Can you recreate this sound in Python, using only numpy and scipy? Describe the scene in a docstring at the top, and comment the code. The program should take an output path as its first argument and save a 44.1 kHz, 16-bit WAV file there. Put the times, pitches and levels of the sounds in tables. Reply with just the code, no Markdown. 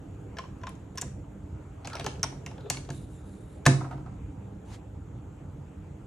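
"""A lever lid swings down over its catches on a small plastic coffee machine and is pressed shut with a clack,
close to a handheld phone with two microphone ports: scrapes of force ring the lid, housing and worktop boom.
Before it a hand knocks a capsule into its slot and grips the plastic; after the slam a loose part rattles inside.
The contacts are noise bursts through modes; skin, hinge and a soft rustle are shaped noise.
Behind stands a quiet kitchen of rumble, hum and hiss; decaying noise answers the contacts and blows as its echo."""
import sys
import numpy as np
from scipy import signal
from scipy.fft import rfft, irfft, next_fast_len
from scipy.io import wavfile
from scipy.ndimage import uniform_filter1d, map_coordinates

SR = 44100
rng = np.random.default_rng(int(sys.argv[2]) if len(sys.argv) > 2 else 0)


def generate_wav(signal):
    """Clip the signal to [-1, 1] and save it as 16-bit WAV at the path in sys.argv[1]."""
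    frames = np.transpose(np.atleast_2d(signal))
    scaled = np.clip(frames, -1, 1) * 32767
    pcm = np.round(scaled).astype(np.int16)
    wavfile.write(sys.argv[1], SR, pcm)


N = 267290

# Kitchen air. Each row: time in seconds, rumble level in dB, hiss level in dB.
AIR_LEVELS = [(0, -42.5, -57), (.5, -43, -57), (1.3, -42.5, -58.5), (2.2, -42, -55), (3.2, -44, -58.5),
              (4.2, -41, -57), (4.5, -42, -58.5), (4.8, -43.5, -58.5), (5.4, -42, -58.5),
              (6.06, -44.5, -58.5)]
# Building rumble spectrum. Each row: frequency in Hz, relative level in dB per Hz.
RUMBLE_SPECTRUM = [(15, -74), (25, -34.5), (47, -5.5), (97, -1.5), (134, -6), (195, -10), (216, -18),
                   (288, -16), (365, -29.5), (404, -21.5), (500, -21), (650, -60.5), (1100, -120)]
# Room and microphone hiss spectrum. Each row: frequency in Hz, relative level in dB per Hz.
HISS_SPECTRUM = [(240, -29), (400, -5), (436, -9), (510, -8.5), (633, -8), (730, -11), (796, -8.5),
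                 (1120, -17.5), (1300, -17), (1780, -24), (2730, -27), (5200, -41.5), (7130, -29.5),
                 (9500, -43.5), (12300, -39.5), (16000, -68), (22000, -120)]
# Fuzzy appliance tones. Each row: frequency in Hz, width in Hz of a resonance applied twice, level in dB.
HUM_TONES = [(196.3, 8, -57.5), (293.1, 78, -54)]
# Likeness of the air at the two ports. Each row: frequency in Hz, left-right correlation from -1 to 1.
AIR_LIKENESS = [(60, 1.0), (110, 0.99), (200, 1), (380, 0.78), (700, 0.023), (1290, 0.77), (2380, 0.3),
                (4400, 0.31), (8120, 1), (15000, -0.9)]
# Balance of the air between the ports. Each row: frequency in Hz, left minus right in dB.
AIR_BALANCE = [(60, 0), (180, -2.5), (550, -2.5), (1650, 2.5), (4970, -0.5), (15000, 0.5)]
# Decay of the kitchen. Each row: frequency in Hz, time to fall 60 dB in seconds.
KITCHEN_DECAY = [(200, 0.88), (1000, 0.41), (2500, 0.3), (6000, 0.37), (12000, 0.36)]
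# Colour of the kitchen's answer. Each row: frequency in Hz, gain in dB.
KITCHEN_COLOUR = [(200, -15), (1000, -11.5), (3000, -6.5), (7000, -7.5), (11000, -4.5), (12200, -44)]
# Close sound, out of step between the ports. Each row: frequency in Hz, side minus mid in dB.
PORT_SIDE = [(60, -29.5), (110, -42), (200, -12), (380, -15), (700, -12.5), (1290, -29.5), (2380, -7.5),
             (4400, -6.5), (8120, -13), (15000, 23)]

# A brief soft rustle. Each row: time in seconds, level in dB.
RUSTLE_LEVELS = [(4.65, -68), (4.746, -50.5), (4.81, -81)]
# Spectrum of the rustle. Each row: frequency in Hz, relative level in dB per Hz.
RUSTLE_SPECTRUM = [(350, -46), (600, -11), (793, -3), (1250, -14.5), (2140, -12.5), (5470, -21),
                   (7000, -17), (12500, -33), (16200, -75), (22000, -120)]
# Skin and parts sliding on the plastic, one list per stroke. Each row: time in seconds, level in dB.
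GRIP_STROKES = [
    [(0.365, -64), (0.39, -54), (0.5, -65)],
    [(0.95, -51), (1.12, -57)],
    [(1.82, -62), (1.902, -47), (2.028, -42), (2.114, -45), (2.296, -66), (2.522, -59), (2.678, -50.5),
     (3.05, -62)],
]
# Spectrum of that sliding. Each row: frequency in Hz, relative level in dB per Hz.
SKIN_SPECTRUM = [(250, -28), (400, 21), (900, 0.5), (2000, -9), (4000, -9.5), (7000, -33.5), (12000, -54),
                 (12400, -97)]
# Hinge turning under load. Each row: time in seconds, level in dB.
HINGE_LEVELS = [(2.92, -58.5), (3.07, -68), (3.55, -68.5), (3.63, -78)]
# Hinge modes. Each row: frequency in Hz, width in Hz, relative level in dB.
HINGE_MODES = [(3730, 340, -0.5), (7270, 500, -0.5), (9150, 572, -0.5), (10890, 1153, -7)]

# Edges of the tick, knock, click and sparkle bands. Each row: low edge in Hz, high edge in Hz.
CONTACT_BANDS = [(4300, 9300), (450, 1450), (1350, 4600), (8800, 13000)]
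# How long tick, knock, click and sparkle last, in one row: shares of the contact time.
BAND_LASTS = [0.67, 1.6, 0.95, 0.34]
# Capsule against the slot. Each row: start in seconds, knock drive in dB, hardness in dB (tick over knock),
# favoured low frequency in Hz, favoured high frequency in Hz.
CAPSULE_CONTACTS = [(0.3686, -42, -8, 1640, 5200), (0.3849, -28.5, -12.5, 1100, 5160),
                    (0.4354, -39, -42, 1040, 5600), (0.614, -51, -22, 1620, 5600),
                    (0.634, -32, -32, 1030, 6100), (0.6682, -31, -17.5, 1050, 7000),
                    (0.6913, -49.5, 7, 710, 10000), (0.7516, -70, 12, 1100, 6960),
                    (0.9547, -62, 11, 1620, 8890), (0.974, -41, 7, 1090, 6000),
                    (0.9801, -43.5, 15.5, 1620, 5600), (1.0128, -51.5, 26.5, 705, 7340),
                    (1.0175, -50.5, 23, 1600, 6600), (1.0238, -31.5, -42, 650, 7130)]
# Capsule modes. 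Each row: frequency in Hz, width in Hz, relative level in dB.
CAPSULE_MODES = [(663, 30, -1.5), (1042, 50, 8.5), (1630, 340, -6), (2640, 760, 4.5), (3640, 590, -25),
                 (5470, 410, 2), (7300, 1300, -10), (10950, 1000, 2.5)]
# Loose part deep inside after the slam. Each row: start in seconds, knock drive in dB.
RATTLE_BLOWS = [(3.807, -30.5), (3.842, -35), (3.91, -30), (3.926, -37.5), (3.976, -41), (4.004, -48),
                (4.061, -40.5), (4.084, -54), (4.121, -50)]
# Inner cavity modes. Each row: frequency in Hz, width in Hz, relative level in dB.
CAVITY_MODES = [(723, 150, 18.5), (950, 42, 18), (1260, 650, 5.5), (1620, 140, 12.5), (2040, 420, 6),
                (5760, 4700, -49)]
# Blows passed to the housing. Each row: start in seconds, drive in dB.
HOUSING_BLOWS = [(1.029, -35), (1.857, -36.5), (2.001, -31.5), (2.063, -29.5), (2.238, -32), (2.362, -35),
                 (2.463, -34), (2.702, -31), (2.901, -27.5), (3.667, -8), (3.932, -29.5)]
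# Housing and worktop modes. Each row: frequency in Hz, relative level in dB,
# time to fall 60 dB in seconds before the hand's damping.
HOUSING_MODES = [(75, -12, .08), (113.4, -13.5, .5), (135.5, -3.5, 0.75), (146, -10.5, .4),
                 (183.2, -17, 0.3), (224, -16, 0.25), (260.6, -8.5, 0.24), (304.6, -15, 0.37),
                 (370.4, -17, 0.41), (431, -21.5, 0.11), (505, -20, 0.2), (578, -25, 0.14),
                 (681, -17.5, 0.17)]
# Small hard catch snapping over and bouncing. Each row: start in seconds, tick drive in dB.
CATCH_SNAPS = [(2.2301, -18.5), (2.2387, -27)]
# Modes of the small catch. Each row: frequency in Hz, width in Hz, relative level in dB.
CATCH_MODES = [(5490, 330, 0), (6120, 600, -2)]
# Fingers, catches and linkage of the lid. Each row: start in seconds, knock drive in dB,
# hardness in dB (tick over knock), favoured low frequency in Hz, favoured high frequency in Hz.
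LID_CONTACTS = [(1.8467, -34.5, -12, 850, 4360), (1.8544, -36.5, -6, 686, 5600),
                (1.8721, -30, -4, 2250, 6600), (1.8996, -41.5, -3, 2230, 6600),
                (1.932, -33.5, -7, 1105, 4370), (1.953, -30.5, -4, 690, 5520),
                (1.9674, -30.5, -21, 2100, 6100), (1.9835, -37.5, -23, 690, 3600),
                (1.9964, -30, -1.5, 670, 3600), (2.0084, -31.5, -19, 2250, 3600),
                (2.0433, -34.5, -1, 1410, 6020), (2.0632, -22.5, -5.5, 773, 6000),
                (2.1944, -50, -3, 800, 5740), (2.2308, -25.5, -2, 1430, 9100),
                (2.2384, -26, -8, 1000, 5930), (2.3234, -35.5, -76, 669.5, 5600),
                (2.4623, -33, -3, 2170, 6560), (2.5112, -38, -22, 840, 5650), (2.5794, -45, -18, 780, 3570),
                (2.6074, -49, -12, 825, 3900), (2.6584, -43, -37, 703, 3000), (2.6998, -23, 6, 750, 7070),
                (2.7696, -34.5, -4, 2250, 4130), (2.8494, -54, 5, 1600, 3600),
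                (2.8894, -32.5, -23, 690, 7000), (2.9028, -38, 1, 1630, 6580),
                (3.2564, -63, -27, 862, 3600), (3.6544, -28.5, 0.5, 1730, 4530),
                (3.6626, -6.5, -11.5, 1720, 6940), (3.6654, -26, 13.5, 1150, 7240)]
# Lid modes. Each row: frequency in Hz, width in Hz, relative level in dB.
LID_MODES = [(691, 28, -7.5), (898, 93, 10), (1077, 34, -3.5), (1434, 180, 4.5), (1733, 134, -12),
             (2090, 160, 6), (2640, 360, -5.5), (3640, 130.7, -10), (5630, 500, -7), (7200, 2100, 7.5),
             (8640, 1800, -25.5), (11100, 210, -3.5), (12090, 670, -9)]

TOP_HZ = 16500  # band limit of the phone
CLICK_SHARE, SPARKLE_DB = 0.33, -28  # share of hardness reaching the click; sparkle relative to the tick
PAN_SCATTER_DB = 1.2  # left-right scatter from contact to contact
SPOT_DB, SPOT_WIDTH = 9, 0.14  # ring of the spot struck: gain, width over pitch
PING_SHARE = 0.16  # extra high ring of the spot, dB per dB of hardness
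ROOM_SPOT = 0.36  # share of the spot's ring that reaches the walls
RATTLE_HARD_DB, RATTLE_HZ = -20.5, (1015, 1250)  # soft blows, always on the same spot
CATCH_HARD_DB, CATCH_HZ = 31, (1393, 5960)  # almost all tick; the spot struck
PALM_DB_PER_S2 = 319  # the hand settling on the lid damps the ring ever more


def amp(db):
    """Gain of a level in dB."""
    return 10 ** (np.asarray(db) / 20)


def unit(x):
    """x at rms 1."""
    return x / np.sqrt(np.mean(x ** 2) + 1e-20)


def along(points, hz):
    """Reads (Hz, value) points on a log frequency axis."""
    f, value = np.transpose(points)
    return np.interp(np.log(hz + 1), np.log(f + 1), value)


def curves(rows, ends=None):
    """One value per sample for each column after the time."""
    s, *columns = np.transpose(rows)
    return [np.interp(np.arange(N) / SR, s, column, ends, ends) for column in columns]


def wobble(rate):
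    """A smooth random curve, rate knots a second."""
    knots = rng.standard_normal(int(N * rate / SR) + 4)
    return map_coordinates(knots, [np.arange(N) * rate / SR])


def filtered(x, response):
    """x times a complex response of frequency."""
    n = x.shape[-1]
    m = next_fast_len(n + 4096)
    return irfft(rfft(x, m) * response(np.fft.rfftfreq(m, 1 / SR)), m)[..., :n]


def resonances(modes):
    """Causal response of (Hz, width, dB) modes, of alternating sign."""
    def response(f):
        total = 0
        for k, (hz, width, db) in enumerate(modes):
            loss = 1j * f * width
            total = total + (-1) ** k * amp(db) * loss / (hz * hz - f * f + loss)
        return total
    return response


def add(out, s, sound):
    """Mixes a stereo sound in at time s."""
    at = round(s * SR)
    n = min(sound.shape[1], N - at)
    out[:, at:at + n] += sound[:, :n]


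def rush(response, alike, patchy_db):
    """Stereo noise with mid rms 1, in patches of random gain; alike sets the correlation of the ports."""
    z = signal.stft(rng.standard_normal((2, N)), nperseg=512)[2]
    field = rng.standard_normal(z.shape[1:])
    field = uniform_filter1d(uniform_filter1d(field, 6, 0), 10, 1)
    pair = signal.istft(z * amp(patchy_db * unit(field)), nperseg=512)[1][:, :N]

    def mid_side(hz):
        angle = np.arccos(np.clip(along(alike, hz), -1, 1)) / 2
        return response(hz) * np.array([np.cos(angle), np.sin(angle)])
    mid, side = filtered(pair, mid_side)
    return np.array([mid + side, mid - side]) / np.sqrt(np.mean(mid ** 2))


def kitchen_air():
    """Building rumble, fuzzy appliance hum and the hiss of room and microphone, as shaped noise."""
    rumble_db, hiss_db = curves(AIR_LEVELS)
    rumble_gain = amp(rumble_db + 0.48 * wobble(11))
    rumble = rumble_gain * rush(lambda f: amp(along(RUMBLE_SPECTRUM, f)), AIR_LIKENESS, patchy_db=1.5)
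    hiss = rush(lambda f: amp(along(HISS_SPECTRUM, f)) * (f < 12400), AIR_LIKENESS, patchy_db=1.84)
    air = rumble + amp(hiss_db) * hiss
    for hz, width, db in HUM_TONES:
        tone = resonances([(hz, width, 0)])
        air = air + amp(db) * rush(lambda f: tone(f) ** 2, [(hz, .95)], patchy_db=3.0)
    return filtered(air, lambda f: amp(np.array([[.5], [-.5]]) * along(AIR_BALANCE, f)))


def echoes(count):
    """Stereo answers of the kitchen, 5 ms late: noise in which each frequency dies at its own speed."""
    size = round(.45 * SR)
    hz, t, z = signal.stft(rng.standard_normal((count, 2, size)), SR, nperseg=256)
    decay = amp(-60 * t / along(KITCHEN_DECAY, hz)[:, None])
    tails = signal.istft(z * decay, SR, nperseg=256)[1][..., :size]
    tails = tails / np.linalg.norm(tails[0, 0])
    tails = filtered(tails, lambda f: amp(along(KITCHEN_COLOUR, f)))
    return np.pad(tails, [(0, 0), (0, 0), (round(.005 * SR), 0)])


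def soft_rustle():
    """Something soft rustles once: shaped noise under a short swell."""
    noise = rush(lambda f: amp(along(RUSTLE_SPECTRUM, f)), [(1000, .7)], patchy_db=2.2)
    return amp(curves(RUSTLE_LEVELS, -120)[0]) * noise


def hand_drag():
    """The hand drags unevenly on the plastic: patchy noise under strokes that waver."""
    strokes = sum(amp(curves(rows, -120)[0]) for rows in GRIP_STROKES)
    grip = strokes * unit(amp(2.1 * wobble(70)))
    return grip * rush(lambda f: amp(along(SKIN_SPECTRUM, f)), [(1000, .75)], patchy_db=6.5)


def hinge_rub():
    """The hinge slips unevenly in its bearing: noise through its modes, wavering slowly and fast."""
    noise = rush(lambda f: resonances(HINGE_MODES)(f) * (f < 12300), [(1000, .8)], patchy_db=2.6)
    slips = unit(amp(2.4 * wobble(30) + 2.1 * wobble(250)))
    return amp(curves(HINGE_LEVELS, -120)[0]) * slips * noise


def contacts(table, modes, t60, click_db, pan_db, wet_db, crack_db):
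    """Each contact is a short rough scrape of force: a bare crack plus the part's modes; harder ones are brighter."""
    out, lead = np.zeros((2, N)), .003  # lead: seconds of room ahead of the force
    t = np.clip(np.arange(SR // 10) / SR - lead, 0, None)
    low, high = np.transpose(CONTACT_BANDS)[..., None]
    rooms, side = echoes(count=6), np.array([[1], [-1]])
    lasting = t60 * np.array(BAND_LASTS)[:, None]
    envelope = amp(-60 * t / lasting) * (1 - np.exp(-t / (0.015 * lasting)))

    def part(f):
        edges = (1 + (low / (f + 1)) ** 10) * (1 + (f / high) ** 10) * (1 + (f / 13000) ** 40)
        return (resonances(modes)(f) + amp(crack_db)) / np.sqrt(edges)

    for k, (s, knock_db, hard_db, low_hz, high_hz) in enumerate(table):
        force = rng.standard_normal(len(t)) * envelope
        bands = filtered(force, part)
        # tick, knock, click, sparkle
        band_db = knock_db + np.array([hard_db, 0, click_db + CLICK_SHARE * hard_db, hard_db + SPARKLE_DB])
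        body = (amp(band_db - 6.5) / np.abs(bands).max(axis=1)) @ bands
        spot = resonances([(low_hz, SPOT_WIDTH * low_hz, SPOT_DB)])
        high_spot = resonances([(high_hz, SPOT_WIDTH * high_hz, SPOT_DB + PING_SHARE * hard_db)])
        ring = filtered(body, lambda f: spot(f) + high_spot(f))
        near = filtered(body + ring, lambda f: 1 + 1j * side * amp(along(PORT_SIDE, f)))
        balance = amp(side * rng.normal(pan_db, PAN_SCATTER_DB) / 2)
        add(out, s - lead, balance * near)
        to_walls = (body + ROOM_SPOT * ring)[None]
        add(out, s - lead, amp(wet_db) * signal.fftconvolve(to_walls, rooms[k % len(rooms)], axes=1))
    return out


def capsule_fitting():
    """The capsule knocks against its slot and rings in its shell modes."""
    return contacts(CAPSULE_CONTACTS, CAPSULE_MODES, t60=0.036, click_db=7.5, pan_db=1.0, wet_db=2.5, crack_db=-6.5)


def loose_rattle():
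    """Something loose strikes one spot deep inside with soft blows that ring the cavity."""
    blows = [(s, db, RATTLE_HARD_DB, *RATTLE_HZ) for s, db in RATTLE_BLOWS]
    return contacts(blows, CAVITY_MODES, t60=0.06, click_db=-5.5, pan_db=-1.0, wet_db=9.0, crack_db=-3.5)


def housing_boom():
    """The hollow body and worktop boom under the lid's load; each blow stirs the modes a little differently."""
    out, t = np.zeros((2, N)), np.arange(SR // 2) / SR
    hz, level, t60 = np.transpose(HOUSING_MODES)[..., None]
    fade = amp(level - 60 * t / t60 - PALM_DB_PER_S2 * t ** 2)
    modes = fade * np.sin(2 * np.pi * hz * t) * (1 - np.exp(-t / 0.0041))
    for (s, db), room in zip(HOUSING_BLOWS, echoes(count=len(HOUSING_BLOWS))):
        boom = amp(db + rng.normal(0, 0.4, len(HOUSING_MODES))) @ modes
        # mostly one answer common to both ports
        answer = signal.fftconvolve(boom[None], room[0] + 0.28 * room, axes=1)[:, :len(t)]
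        add(out, s, amp([[-.9], [.9]]) * (boom + amp(-2.0) * answer))
    return out


def catch_snap():
    """A small hard catch in the linkage snaps over and bounces, almost all tick."""
    snaps = [(s, db - CATCH_HARD_DB, CATCH_HARD_DB, *CATCH_HZ) for s, db in CATCH_SNAPS]
    return contacts(snaps, CATCH_MODES, t60=0.024, click_db=-5.5, pan_db=1.5, wet_db=-2.5, crack_db=-15)


def lid_closing():
    """Fingers, catches and linkage strike the lid, up to the final clack, and ring its modes."""
    return contacts(LID_CONTACTS, LID_MODES, t60=0.026, click_db=2.5, pan_db=0.3, wet_db=5.5, crack_db=1.5)


def scene():
    """All sources at the two ports: the machine and hand close by, the kitchen behind."""
    machine = capsule_fitting() + lid_closing() + catch_snap() + loose_rattle() + housing_boom()
    rubbing = hinge_rub() + hand_drag() + soft_rustle()
    return machine + rubbing + kitchen_air()


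def record(dry):
    """The phone keeps nothing above its band limit."""
    return filtered(dry, lambda hz: hz < TOP_HZ)


dry = scene()
out = record(dry)
generate_wav(out)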